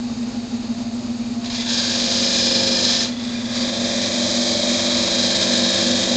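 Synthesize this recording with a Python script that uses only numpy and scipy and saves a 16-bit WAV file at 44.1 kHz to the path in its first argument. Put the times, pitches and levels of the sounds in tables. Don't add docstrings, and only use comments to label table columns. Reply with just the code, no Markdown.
import sys
import numpy as np
from scipy import signal
from scipy.fft import rfft, irfft, next_fast_len
from scipy.io import wavfile
from scipy.ndimage import uniform_filter1d

SR = 44100
rng = np.random.default_rng(int(sys.argv[2]) if len(sys.argv) > 2 else 0)


def magnitude_from_level(level_db):
    exponent = np.asarray(level_db, float) / 20
    return 10 ** exponent


def unload_wav(signal):
    wavfile.write(
        sys.argv[1],
        SR,
        np.round(np.clip(np.atleast_2d(signal).T, -1, 1) * 32767).astype(np.int16),
    )


N = 271656
REGRIP_S = 3.2
MAINS_HZ, BELT_HZ = 60.0, 5.96
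SPINDLE_HZ = 24.5


def rms_one(x):
    return x / np.sqrt(np.mean(x ** 2) + 1e-20)


def in_time(rows):
    s, *columns = np.transpose(rows)
    return [np.interp(np.arange(N) / SR, s, c) for c in columns]


def at_hz(points, hz):
    table_hz, values = np.array(points).T[:2]
    return np.interp(np.log(hz + 1), np.log(table_hz), values)


def drift(rate):
    r = np.exp(-80 * np.pi * rate / SR)
    chance = rng.standard_normal(N // 40 + 2002)
    slow = signal.lfilter([1], [1, -2 * r, r * r], chance)[2000:]
    return np.interp(np.arange(N) / 40, np.arange(len(slow)), rms_one(slow))


def resonance(x, hz, width_hz):
    r = np.exp(-np.pi * width_hz / SR)
    top = np.array([1, 0, -1]) * (1 - r * r) / 2
    return signal.lfilter(top, [1, -2 * r * np.cos(2 * np.pi * hz / SR), r * r], x)


def coloured(x, gain):
    size = next_fast_len(N)
    return irfft(rfft(x, size) * gain(np.fft.rfftfreq(size, 1 / SR)), size)[:N]


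def spells(rows, swell_s):
    t = np.arange(N) / SR
    gain = np.zeros(N)
    for s, length_s, level_db in rows:
        to_nearest_end = np.minimum(t - s, s + length_s - t)
        gain += magnitude_from_level(level_db) * np.clip(to_nearest_end / swell_s + .5, 0, 1) ** 2
    return gain


def by_cut(first, second):
    return np.where(np.arange(N) / SR < REGRIP_S, first, second)


# (time [s], level [dB])
PRESSURE = [(1.4, -48.5), (1.49, -43.5), (1.53, -32), (1.66, -31), (1.73, -22), (2.04, -22), (2.4, -19.5),
            (2.78, -22), (2.9, -19.5), (3.03, -22.5), (3.15, -43), (3.24, -36.5), (3.47, -34.5),
            (3.58, -28.5), (3.79, -28), (3.86, -25), (5.35, -21), (6.16, -22)]


def pressure_swing():
    firm_db = -22
    return in_time(PRESSURE)[0] - firm_db


# (mains multiple [count], belt multiple [count], level [dB], lead [rad])
HUM = [(4, 0, -27.5, 0), (4, -3, -35, -1.15), (4, -2, -39, 2.1), (4, -1, -41, 0.3), (4, 1, -46, -2.6),
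       (4, 2, -39, 2.4), (4, 3, -46, 2.3), (2, 0, -47, 0), (2, -3, -45, -1.3), (2, 3, -50, -0.2)]
# (pitch [Hz], level [dB])
WHINE = [(594, -58), (812, -57), (2379, -67), (6643, -69), (7596, -68), (7655, -68)]
# (frequency [Hz], level [dB per Hz])
IDLE = [(12, -61), (22, -20), (54, -16.5), (108, -21), (162, -18.5), (300, -16.5), (400, -18), (680, -21.5),
        (1660, -31), (3300, -31.5), (4720, -24.5), (5600, -33), (7100, -31), (8000, -46), (9000, -57),
        (12000, -87)]
# (pitch [Hz], width [Hz], level [dB])
BED = [(3775, 230, -52), (4250, 260, -53.5), (4560, 260, -55), (2530, 380, -55.5), (6460, 190, -54.5)]
# (pitch [Hz], width [Hz], level [dB])
BED_BOOM = (230, 45, -37)


def motor():
    t = np.arange(N) / SR
    load = uniform_filter1d(magnitude_from_level(pressure_swing()), size=6000)
    flap_db = 2 - 9.5 * load
    out = np.zeros(N)
    for mains, belt, level_db, lead in HUM:
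        loose_db = flap_db if mains == 4 and belt else 0
        sway = magnitude_from_level(level_db + loose_db + 0.32 * drift(3.9))
        hz = mains * MAINS_HZ + belt * BELT_HZ
        out += np.sqrt(2) * sway * np.cos(2 * np.pi * hz * t + lead + 0.83 * drift(0.92))
    for hz, level_db in WHINE:
        sway = magnitude_from_level(level_db + 6.9 * drift(15.0))
        out += np.sqrt(2) * sway * np.cos(2 * np.pi * hz * t + 0.36 * drift(1.9))
    for hz, width_hz, level_db in BED + [BED_BOOM]:
        rumble = resonance(resonance(rng.standard_normal(N), hz, width_hz), hz, width_hz)
        out += magnitude_from_level(level_db) * rms_one(rumble)
    fan = coloured(rng.standard_normal(N), lambda hz: magnitude_from_level(at_hz(IDLE, hz)))
    return out + magnitude_from_level(-36.5 + 0.8 * drift(14)) * rms_one(fan)


# (time [s], length [s], level [dB])
GUARD = [
    (.03, .12, -46),
    (.25, .05, -45),
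    (.41, .04, -37),
    (.68, 0.32, -44.5),
    (1.15, 0.075, -43),
    (1.3, 0.44, -45),
    (1.9, 0.098, -42),
    (2.07, 0.067, -29),
    (2.25, 0.146, -56),
]


def guard():
    always = (2.4, N / SR, -52.5)
    gain = spells(GUARD + [always], swell_s=0.12)
    return np.sqrt(2) * gain * np.cos(2 * np.pi * 685 * np.arange(N) / SR + 1.0 * drift(9.1))


# (time [s], peak level [dB])
SET_DOWN = [
    (0.098, -28.5),
]


def knocks():
    clicks = np.full(N, 1e-18)
    for s, peak_db in SET_DOWN:
        clicks[round(s * SR)] = magnitude_from_level(peak_db + 43.5)
    low, middle = resonance(clicks, 550, 25), resonance(clicks, 700, 30)
    return low + .25 * middle + 0.24 * resonance(clicks, 1150, 60)


def chips(dust_db):
    strength = magnitude_from_level(3.2 * np.minimum(rng.exponential(1, N), 3))
    snaps = (rng.random(N) < 120 / SR) * strength * rng.choice([-1, 1], N)
    return magnitude_from_level(dust_db + 13.5) * resonance(resonance(snaps + 1e-18, 8000, 1200), 7400, 1300)


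# (pitch [Hz], width [Hz])
BLADE = [(1635, 120), (1780, 35), (2415, 40), (4740, 220), (4130, 45), (5110, 70), (3480, 260), (2020, 40)]
# (time [s], length [s], level [dB])
SPELLS = [
    [(1.66, 0.317, -33.5), (2.3, .75, -39.5), (3.25, .3, -45), (5.1, 0.89, -40)],
    [(1.67, .14, -40), (2.2, 0.45, -38.5), (2.72, 0.34, -33), (5.05, 0.67, -40)],
    [(1.5, .1, -43), (2.2, .6, -35.5), (3.3, .12, -36), (3.9, 0.16, -37), (4.7, 1, -43.5)],
    [(1.72, 0.52, -33), (2.3, .75, -31.5), (3.56, .1, -25), (4.25, 0.35, -28)],
    [(1.95, 1.1, -36.5), (4.9, 0.69, -36)],
    [(2.145, .9, -25.5)],
    [(1.56, .2, -31.5), (3.05, 1.6, -36), (3.6, 0.73, -45.5)],
    [(1.57, .06, -31), (3.1, .12, -43)],
]
MURMUR_DB = (-46.5, -45.5, -43, -32.5, -43, -44, -40.5, -57.5)
KNOCK_DB = (5.3, 4, 1.1, .6, 1.1, .6, .6, .6)


def blade(force, turns, swing_db):
    end_grain = 4 * np.pi * turns
    kicked = force * magnitude_from_level(1.4 * np.cos(end_grain))
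    out = np.zeros(N)
    for (hz, width_hz), rows, murmur_db, knock_db in zip(BLADE, SPELLS, MURMUR_DB, KNOCK_DB):
        ring = resonance(resonance(kicked, hz, width_hz), hz, 3 * width_hz)
        slow = np.sqrt(uniform_filter1d(ring ** 2, size=6000))
        gain = np.hypot(spells(rows, swell_s=0.05), magnitude_from_level(murmur_db + 0.68 * swing_db))
        out += gain / 2 * ring / slow * magnitude_from_level(knock_db * np.cos(end_grain + 1.8))
    return out


MULTIPLES = [4, 8, 9, 10, 11, 12, 13, 14, 16, 17, 18, 19, 20, 21, 22, 23, 24, 25, 26, 27, 28, 32, 36]
# (first cut level [dB], second cut level [dB])
THRUST = [(-15.5, -18), (-6, -6), (-14, -15.5), (-50, -3.5), (-12, -15), (-23, -26), (-21, -17), (-8, -7.5),
          (-17, -25), (-15.5, -28), (-17, -22), (-20, -22.5), (-13, -25), (-21.5, -17.5), (-8, -9.5),
          (-17, -13), (-11.5, -8.5), (-23, -11.5), (-24.5, -30.5), (-29.5, -12), (-16.5, -16), (-24, -18.5),
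          (-19, -19)]


def thrust(turns, depth_s, rest_hz):
    out = magnitude_from_level(-6.5) * rms_one(resonance(rng.standard_normal(N), 556, 150))
    for multiple, level_db in zip(MULTIPLES, THRUST):
        darker_db = 1 * (depth_s - 1) * np.clip(np.log2(16 / multiple), -1, 1)
        off_rest = (multiple * SPINDLE_HZ - rest_hz) / 26
        lift_db = 6 / (1 + off_rest ** 2)
        level = magnitude_from_level(by_cut(*level_db) + darker_db + lift_db + 1.3 * drift(5.9))
        lead = -.1 + .11 * rng.standard_normal()
        phase = 2 * np.pi * (multiple * (turns + .5) + lead)
        out += np.sqrt(2) * level * np.cos(phase + 0.67 * drift(3.4))
    return out


def round_the_blank(turns, size, memory):
    count, keep = int(turns[-1]) + 42, np.clip(memory, 0, .99)
    fresh = rng.standard_normal((count, size))
    surface = signal.lfilter([np.sqrt(1 - keep ** 2)], [1, -keep], fresh, axis=0)[40:].ravel()
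    return np.interp(turns * size, np.arange(len(surface)), surface)


# (frequency [Hz], share [0-1])
REPEATS = [(700, .85), (2500, 0.44), (3300, 0.42), (5000, 0.24), (8000, 0.34)]


def scraping(turns):
    bite_db = 1.1 * round_the_blank(turns, size=10, memory=.9)
    bite_db += .5 * np.cos(4 * np.pi * turns) + 0.52 * drift(21)
    bite_db += 0.58 * np.cos(6 * np.pi * BELT_HZ * np.arange(N) / SR + .3)
    grain = round_the_blank(turns, size=1024, memory=0.934)

    def share(hz):
        return np.clip(at_hz(REPEATS, hz), 0, 1)

    def grain_gain(hz):
        return np.sqrt(share(hz)) / np.clip(np.sinc(hz / 25000) ** 2, .1, 1)

    returning = coloured(grain, grain_gain)
    tearing = rng.standard_normal(N) * magnitude_from_level(0.75 * np.minimum(rng.exponential(1, N), 3))
    fresh = coloured(rms_one(tearing), lambda hz: np.sqrt(1 - share(hz)))
    return magnitude_from_level(bite_db) * (1.3 * returning + fresh)


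# (pitch [Hz], width [Hz], level [dB])
TIP_RING = (5110, 150, 5)


def tool(force, colour, rings):
    x = force.copy()
    for hz, width_hz, level_db in rings + [TIP_RING]:
        x += magnitude_from_level(level_db + 0.5) * resonance(force, hz, width_hz)
    return coloured(x, lambda hz: magnitude_from_level(at_hz(colour, hz)))


# (frequency [Hz], level [dB per Hz])
FIRST = [(410, -37), (700, -6), (730, -20), (876, -14), (1430, -14.5), (1730, -11), (2030, -11.5),
         (2360, -8), (2740, -10.5), (3980, -0.5), (4330, -2), (5140, -7.5), (5480, -6.5), (7000, -9),
         (8940, -37), (11600, -67), (19700, -120)]
# (frequency [Hz], level [dB per Hz])
SECOND = [(410, -48.5), (700, -4), (730, -34), (1010, -7.5), (1440, -13), (1660, -7.5), (2120, -6.5),
          (2410, -4.5), (2830, -12.5), (3180, -7.5), (3980, 4.5), (4330, 0.5), (4920, -6.5), (7150, -8),
          (8940, -35.5), (11600, -69), (19700, -120)]
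# (pitch [Hz], width [Hz], level [dB])
FIRST_RING = [(3225, 60, -1), (3840, 80, -4), (4128, 60, 1), (4740, 150, -5), (6310, 70, -7)]
# (pitch [Hz], width [Hz], level [dB])
SECOND_RING = [(3230, 140, 3.5), (3714, 54, 1), (4010, 170, -13.5), (5000, 640, -5), (6430, 59, -6.5),
               (7730, 23, -2), (8100, 74, -19.5)]
# (time [s], peak level [dB])
TOUCHES = [(1.441, -21), (1.457, -22), (1.4977, -19), (1.52, -44), (1.545, -18.5), (1.5984, -23.5),
           (1.6856, -19), (3.1941, -33), (3.5494, -21), (3.6072, -21), (4.965, -23.5), (5.413, -15)]
# (share of swing [ratio], first cut level [dB], second cut level [dB])
BAND_LAWS = [
    (.65, -33.5, -32),
    (.999, -22.5, -22),
    (1.05, -29, -28.5),
]
# (time [s], level [dB], pitch [Hz])
FEED = [(1.4, -45, 535), (1.64, -38.5, 535), (1.75, -38.5, 526), (2.3, -31, 548), (2.65, -28, 530),
        (2.88, -32, 513), (3.05, -35, 524), (3.14, -45.5, 527), (3.48, -44, 534), (3.6, -34, 530),
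        (3.88, -30.5, 562), (4.2, -30, 573), (4.7, -28, 585), (4.95, -30, 580), (5.25, -28, 517),
        (6.16, -26.5, 540)]


def cut():
    t = np.arange(N) / SR
    depth_s = np.clip(t - by_cut(1.7, 3.55), 0, None)
    turns = np.cumsum(SPINDLE_HZ - by_cut(.06, .093) * depth_s) / SR
    swing_db = pressure_swing()
    band_db = [by_cut(first_db, second_db) + share * swing_db for share, first_db, second_db in BAND_LAWS]
    thrust_db, rest_hz = in_time(FEED)
    force = scraping(turns)
    sounds = [tool(force, FIRST, FIRST_RING), tool(force, SECOND, SECOND_RING)]

    bite = np.clip((t - 1.66) / 0.07, .2, 1)
    out = magnitude_from_level(thrust_db) * bite * thrust(turns, depth_s, rest_hz)
    out += blade(force, turns, swing_db) + chips(band_db[2])
    edges_hz = [0, 2850, 5550, SR]
    for low, high, level_db in zip(edges_hz, edges_hz[1:], band_db):
        def part(hz):
            return np.clip((hz - low) / 300 + .5, 0, 1) - np.clip((hz - high) / 300 + .5, 0, 1)
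        first, second = (rms_one(coloured(s, part)) for s in sounds)
        out += magnitude_from_level(level_db + 0.42 * drift(3.7)) * by_cut(first, second)
    for s, peak_db in TOUCHES:
        fade = np.exp(-np.clip(t - s, 0, 1) / .016) * np.clip((t - s) / .002, 0, 1)
        out += rms_one(sounds[0]) * magnitude_from_level(peak_db - 10) * fade
    return out * np.clip((t - PRESSURE[0][0]) / 0.023, 0, 1)


def scene():
    return (motor() + guard() + knocks() + cut())[None]


def low_pass(x):
    return signal.sosfilt(signal.butter(12, 9090, fs=SR, output="sos"), x)


def record(dry):
    sampler_hz = 16000
    top = signal.butter(24, 8720, fs=SR, output="sos")
    mirror = 2 * 0.9 * dry * np.cos(2 * np.pi * sampler_hz * np.arange(N) / SR)
    smoothing = signal.butter(N=20, Wn=8006, fs=SR, output="sos")
    sampled = signal.sosfilt(np.vstack([smoothing, top]), dry + mirror)
    return low_pass(sampled)


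dry = scene()
out = record(dry)
unload_wav(out)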